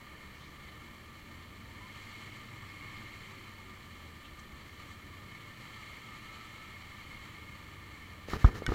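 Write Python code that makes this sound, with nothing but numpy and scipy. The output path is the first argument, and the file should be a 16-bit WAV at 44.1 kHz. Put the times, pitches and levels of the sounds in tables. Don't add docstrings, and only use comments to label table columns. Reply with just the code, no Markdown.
import sys
import numpy as np
from scipy import signal
from scipy.fft import rfft, irfft, next_fast_len
from scipy.io import wavfile
from scipy.ndimage import uniform_filter1d

SR = 44100
rng = np.random.default_rng(int(sys.argv[2]) if len(sys.argv) > 2 else 0)


def to_wav(s):
    ch = np.atleast_2d(s).T
    pcm = np.round(np.clip(ch, -1, 1) * 32767)
    wavfile.write(sys.argv[1], SR, pcm.astype(np.int16))


N = 385434
T = np.arange(N) / SR


def from_db(db):
    return 10 ** (np.asarray(db) / 20)


def unit_level(x):
    return x / np.sqrt(np.mean(x ** 2) + 1e-20)


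def in_time(rows):
    times, *columns = np.transpose(rows)
    return [np.interp(T, times, column) for column in columns]


def band(x, hz, kind, order=2):
    sections = signal.butter(order, np.clip(hz, 10, .45 * SR), kind, fs=SR, output="sos")
    return signal.sosfilt(sections, x + 1e-18)


def drift(rate_hz):
    r = np.exp(-80 * np.pi * rate_hz / SR)
    slow = signal.lfilter([1], [1, -2 * r, r * r], rng.standard_normal(N // 40 + 2002))[2000:]
    return np.interp(np.arange(N) / 40, np.arange(len(slow)), unit_level(slow))


def coloured(x, spectrum):
    size = next_fast_len(N)
    hz, db = np.transpose(spectrum)
    bin_hz = np.maximum(np.fft.rfftfreq(size, 1 / SR), 1)
    gain = from_db(np.interp(np.log(bin_hz), np.log(hz), db))
    return unit_level(irfft(rfft(x, size) * gain, size)[:N])


def grains(per_s, spread_db):
    sizes = from_db(spread_db * np.minimum(rng.exponential(1, N), 4)) * rng.choice([-1, 1], N)
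    return unit_level(sizes * (rng.random(N) < per_s / SR))


def add(out, start_s, sound):
    at = min(int(start_s * SR), N)
    out[at:at + len(sound)] += sound[:N - at]


def swell(nearest_s, half_s):
    return 1 / (1 + ((T - nearest_s) / half_s) ** 2) ** 2


def tone(curve, rough):
    hz, db = in_time(curve)
    return np.sqrt(2) * from_db(db) * (1 + rough * drift(4.6)) * np.sin(2 * np.pi * np.cumsum(hz) / SR)


def engine(speed, booms, rough, wander):
    # multiple of the firing rate, relative level in dB.
    exhaust = [(.5, -14), (1, 0.5), (1.5, -13), (2, -16), (3, -13.5), (4, -19.5)]
    load_db, full_load_hz_per_s = 1, 18
    hz, = in_time(speed)
    power = sum(from_db(db) ** 2 / (1 + (2 * (hz - boom_hz) / width) ** 2)
                for boom_hz, width, db in booms)
    throttle = np.clip(np.gradient(hz) * SR / full_load_hz_per_s, -1, 1)
    load = uniform_filter1d(throttle, size=SR // 5)
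    firing = 2 * np.pi * np.cumsum(hz * (1 + wander * drift(9.2))) / SR
    drone = 0
    for multiple, db in exhaust:
        strength = from_db(db) * (1 + rough * drift(25))
        drone += strength * np.sin(multiple * firing + rng.uniform(0, 2 * np.pi))
    return np.sqrt(power) * from_db(load_db * load) * unit_level(drone), firing


def motorcycle():
    # time in seconds, firings per second.
    speed = [(0, 72), (.55, 75), (1, 80), (1.4, 87), (1.85, 101), (2.2, 95.5), (3.3, 100), (3.85, 88),
             (4.1, 79), (4.45, 75.3), (5.05, 94), (5.6, 111), (6.4, 115.5), (6.85, 106.5), (7.25, 104.5),
             (8.25, 91)]
    # firing rate in Hz, width in Hz, level in dB.
    booms = [(94.7, 32, -57)]
    return engine(speed, booms, rough=0.14, wander=0.004)


def tanker():
    # time in seconds, firings per second.
    speed = [(0, 66.9), (1.1, 64), (1.5, 71.9), (1.8, 83.6), (2.25, 118), (2.8, 120.9), (3.5, 112),
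             (4.2, 72.1), (4.8, 69.7), (5.25, 86.2), (5.5, 98), (6.9, 82.4), (7.3, 77.9), (8.2, 77)]
    # firing rate in Hz, width in Hz, level in dB.
    booms = [(80, 11.4, -58.5), (119, 2.2, -57)]
    drone, _ = engine(speed, booms, rough=0.23, wander=0.00657)
    return drone


def drivetrain():
    # time in seconds, pitch in Hz, level in dB.
    hum = [(0, 227.7, -78), (1.2, 228, -65.5), (2.9, 220.9, -65.5), (4.1, 226, -67), (5.4, 216.2, -69.5),
           (8.2, 210.3, -80)]
    return tone(hum, rough=0.16)


def through_case(x):
    # pitch in Hz, width in Hz, boost in dB.
    resonances = [(1194, 39, 11), (1360, 22, 6.5), (1786, 83, 10.5), (2151, 54, 9.5), (2785, 44, 6),
                  (3020, 49, 6.5), (3126, 50, 6), (3940, 115, 4.5), (4440, 120, 2), (5460, 89, 4)]
    out = x
    for hz, width, boost_db in resonances:
        r = np.exp(-np.pi * width / SR)
        feedback = [1, -2 * r * np.cos(2 * np.pi * hz / SR), r * r]
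        ring = signal.lfilter(np.array([1, 0, -1]) * (1 - r * r) / 2, feedback, x)
        out = out + (from_db(boost_db) - 1) * ring
    return unit_level(out)


def oncoming():
    # time when nearest and half the swell's width in seconds, swish and spray levels in dB.
    vehicles = [(.25, 0.38, -63, -77), (.68, 0.054, -59, -66), (2.15, 0.41, -55.5, -59),
                (2.85, 0.27, -56, -64), (3.2, 0.43, -56, -60.5), (4.0, .3, -70, -65.5),
                (4.851, 0.17, -62, -63), (5.75, 0.46, -58, -61), (6.35, 0.65, -56.5, -60),
                (7.2, 0.42, -56.5, -62.5), (7.95, 0.15, -58, -66)]
    swish = sum(from_db(db) ** 2 * swell(s, half_s) for s, half_s, db, _ in vehicles)
    spray = sum(from_db(db) ** 2 * swell(s, half_s) for s, half_s, _, db in vehicles)
    return swish, spray


def passing_tyres(swish_power):
    # pitch in Hz, relative level in dB.
    swish_colour = [(700, -31), (1300, -9), (1700, -9), (2150, 9), (2450, 2), (2700, -6.5), (3300, -7),
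                    (4400, -19), (5000, -26), (7500, -18), (10000, -36)]
    return np.sqrt(swish_power) * through_case(coloured(rng.standard_normal(N), swish_colour))


def road(firing, swish_power, spray_power, throb, flutter_db):
    # pitch in Hz, relative level in dB.
    rumble_colour = [(15, -3), (30, -1.5), (60, 2), (100, 1), (125, 3.5), (155, 0), (215, -0.5), (255, -5),
                     (305, -2), (430, -10.5), (600, -10.5), (800, -22.5), (1500, -20), (4000, -66)]
    hiss_colour = [(300, -18), (600, -20), (780, -10.5), (1000, -6.5), (1280, -5.5), (1480, -13),
                   (1950, -7.5), (2380, -5), (2650, -18), (3200, -52), (6000, -63)]
    spray_colour = [(1500, -37), (2600, -6.5), (2900, 0), (3450, 0), (3720, -7), (4000, -2.5), (4450, -1.5),
                    (4950, -14), (6200, -12), (7500, -10), (9000, -20.5), (12000, -21), (16000, -34)]
    rumble_db, hiss_db, spray_db = -55, -55.5, -62
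    hiss_share_db = -1.5
    beat = 1 + throb * np.cos(firing)
    flutter = from_db(flutter_db * drift(30))
    rumble = from_db(rumble_db + 0.53 * drift(4.3)) * coloured(rng.standard_normal(N), rumble_colour)
    hiss_gain = np.sqrt(from_db(hiss_db) ** 2 + from_db(hiss_share_db) ** 2 * swish_power)
    spray_gain = np.sqrt(from_db(spray_db) ** 2 + spray_power)
    hiss = hiss_gain * through_case(coloured(beat * rng.standard_normal(N), hiss_colour))
    drops = grains(per_s=16000, spread_db=1.5)
    spray = spray_gain * through_case(coloured(beat * drops, spray_colour))
    return rumble + flutter * (hiss + spray)


def electronics(hiss_db):
    # pitch in Hz, level in dB.
    whine_tones = [(13248, -91), (13331, -82), (13414, -82), (13497, -93), (14050, -94), (14103, -86)]
    whine = sum(np.sqrt(2) * from_db(db) * np.sin(2 * np.pi * hz * T + rng.uniform(0, 2 * np.pi))
                for hz, db in whine_tones)
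    return whine + from_db(hiss_db) * rng.standard_normal(N)


def bumps(half_s, range_hz):
    # time in seconds, level in dB.
    patches = [(.3, -60), (3.0, -56), (4.42, -59), (6.25, -62), (7.15, -57)]
    power = sum(from_db(db) ** 2 * swell(s, half_s) for s, db in patches)
    return np.sqrt(power) * unit_level(band(rng.standard_normal(N), range_hz, "band"))


def splashes():
    # start in seconds, length in seconds, pitch in Hz, level in dB.
    showers = [(.38, 0.11, 3600, -61), (.28, 0.31, 5500, -70), (.66, .06, 4000, -63),
               (1.41, 0.042, 3800, -62), (2.675, 0.046, 4260, -63), (2.94, 0.076, 4100, -59),
               (4.222, 0.066, 3250, -57), (4.383, 0.027, 6900, -60.5), (4.597, .2, 5500, -73),
               (4.85, .12, 7004, -68)]
    out, drops = np.zeros(N), grains(per_s=15000, spread_db=4.5)
    for start, length, hz, db in showers:
        n, at = int(length * SR), int(start * SR)
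        patter = band(drops[at:at + n], [hz * 0.79, hz * 1.16], "band", order=3)
        add(out, start, from_db(db) * np.hanning(n) * unit_level(patter))
    return out


def squeals(waver):
    # start and length in seconds, first and last pitch in Hz, level in dB.
    glides = [(0.633, 0.12, 2080, 2010, -63), (1.623, 0.14, 890, 920, -66), (1.772, 0.14, 950, 1073, -61),
              (1.87, 0.059, 2200, 2210, -54), (2.718, 0.28, 1140, 1098, -61),
              (2.81, 0.073, 2150, 2170, -50.5), (3.482, 0.21, 930, 875, -66.5),
              (5.32, 0.07, 2195, 2220, -53), (5.698, .14, 1400, 1230, -58), (5.975, 0.24, 1338, 1233, -60),
              (6.181, .36, 1325, 1273, -57.5), (6.478, 0.29, 1295, 1330, -59.5),
              (8.63, 0.029, 2120, 2190, -51)]
    out, unsteady = np.zeros(N), 1 + waver * drift(50)
    for start, length, first_hz, last_hz, db in glides:
        n, at = int(length * SR), int(start * SR)
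        hz = np.linspace(first_hz, last_hz, n) * unsteady[at:at + n]
        loudness = from_db(db) * np.sqrt(2 * np.hanning(n))
        add(out, start, loudness * np.sin(2 * np.pi * np.cumsum(hz) / SR))
    return out * from_db(2.5 * drift(35))


def scooter():
    # time in seconds, pitch in Hz, level in dB.
    note = [(2.8, 398.3, -95), (3.1, 394, -80), (3.3, 385.6, -65.5), (3.6, 378, -68), (3.9, 358.2, -72),
            (4.3, 345.4, -100)]
    return tone(note, rough=0.15)


def glove(split_hz, slip_db):
    # pitch in Hz, relative level in dB.
    rub_colour = [(20, 6), (80, 18.5), (200, 6), (320, 5.5), (430, 9), (600, -2), (850, -4), (1300, -2),
                  (2000, -2.5), (2700, -6.5), (3400, -10), (4300, -8.5), (5600, -12.5), (7000, -14.5),
                  (9000, -25), (11000, -21.5), (16000, -26)]
    # start and length in seconds, level in dB, dB added to the bright, scratchy part.
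    strokes = [(8.275, 0.066, -44, 6), (8.324, 0.042, -36.5, -7), (8.379, 0.048, -46, 3.5),
               (8.446, 0.037, -36, -8.5), (8.484, 0.05, -43, -20), (8.538, 0.049, -39, -3),
               (8.59, 0.088, -46.5, -13), (8.663, 0.073, -39, -6), (8.722, .04, -32.5, -11)]
    rise_share, fade_s = 0.36, 0.015
    slips = grains(per_s=7000, spread_db=0.5) * from_db(slip_db * drift(70))
    rub = through_case(coloured(slips, rub_colour))
    dull = band(rub, split_hz, "low", order=1)
    dull_power, bright_power = 0, 0
    for start, length, db, scratch_db in strokes:
        rise = np.clip((T - start) / (rise_share * length), 0, 1)
        fade = np.exp(-np.maximum(T - start - length, 0) / fade_s)
        dull_power += (from_db(db) * rise * fade) ** 2
        bright_power += (from_db(db + scratch_db) * rise * fade) ** 2
    return np.sqrt(dull_power) * dull + np.sqrt(bright_power) * (rub - dull)


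def struck(tones):
    t = T[:SR // 5]
    return sum((-1) ** k * from_db(db + rng.normal(0, 1) - 60 * t / ring_s) * np.sin(2 * np.pi * hz * t)
               for k, (hz, db, ring_s) in enumerate(tones))


def knocks(thud_s, soft_hz):
    # start in seconds, thud pitch in
    # Hz, thud level in dB, ring level in dB.
    blows = [(8.2854, 476, -29.5, -43), (8.3338, 330, -20.5, -22), (8.358, 308, -28, -48),
             (8.366, 159, -23, -53), (8.4438, 330, -34, -15.5), (8.4493, 330, -36, -20),
             (8.488, 273, -26, -29), (8.621, 458, -25.5, -53), (8.689, 265, -16.5, -26),
             (8.7196, 400, -17, -26.5), (8.7221, 400, -20, -38)]
    # pitch in Hz, relative level in dB, seconds to fade by 60 dB.
    shell = [(760, -9.5, 0.018), (1006, -11.5, 0.04), (1226, -3, 0.025), (1440, -9, 0.014),
             (1640, -15, 0.022), (2140, -32, .04), (3470, -19, 0.021)]
    out = np.zeros(N)
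    for start, thud_hz, thud_db, ring_db in blows:
        thud = struck([(thud_hz, thud_db, thud_s)])
        add(out, start, thud + from_db(ring_db) * struck(shell))
    return band(out, soft_hz, "low")


def palm(leak_hz, damping, soft_hz):
    # start in seconds, seconds held, strength of the push.
    presses = [(8.444, 0.0039, 0.49), (8.68, 0.0106, 0.066)]
    rebound, lift_s = 1.1, 0.003
    pressure = sum(push * ((T >= start) - rebound * np.clip((T - start - hold) / lift_s, 0, 1))
                   for start, hold, push in presses)
    w = 2 * np.pi * leak_hz
    swing = signal.lfilter(*signal.bilinear([1, 0, 0], [1, 2 * damping * w, w * w], SR), pressure)
    return band(swing, soft_hz, "low", order=3)


def clicks():
    # start in seconds, level in dB.
    hits = [(8.446, -44.5), (8.462, -49), (8.6646, -31.5)]
    # pitch in Hz, relative level in dB, seconds to fade by 60 dB.
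    plastic = [(1270, -4, 0.012), (1520, 4, 0.045), (1870, -4.5, 0.092), (2230, 0.5, 0.033),
               (2950, -5.5, 0.055), (3440, 3.5, 0.0073), (5450, -1.5, 0.011), (6430, -4.5, 0.011),
               (8300, 0, 0.003), (11100, -9.5, 0.0062), (13700, -17, 0.0057)]
    out = np.zeros(N)
    for start, db in hits:
        add(out, start, from_db(db) * struck(plastic))
    return out


def scene():
    bike, firing = motorcycle()
    swish_power, spray_power = oncoming()
    traffic = tanker() + passing_tyres(swish_power) + drivetrain() + scooter() + squeals(waver=0.0093)
    ride = road(firing, swish_power, spray_power, throb=0.086, flutter_db=0.9)
    ride += bumps(half_s=0.14, range_hz=[18, 60]) + splashes()
    hand = glove(split_hz=1030, slip_db=1) + knocks(thud_s=0.012, soft_hz=2220)
    hand += palm(leak_hz=43.3, damping=0.32, soft_hz=292) + clicks()
    return (bike + traffic + ride + hand + electronics(hiss_db=-68.5))[None]


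def record(dry):
    cutoff_hz = 15800
    return signal.sosfilt(signal.ellip(12, .1, 80, cutoff_hz, fs=SR, output="sos"), dry)


dry = scene()
out = record(dry)
to_wav(out)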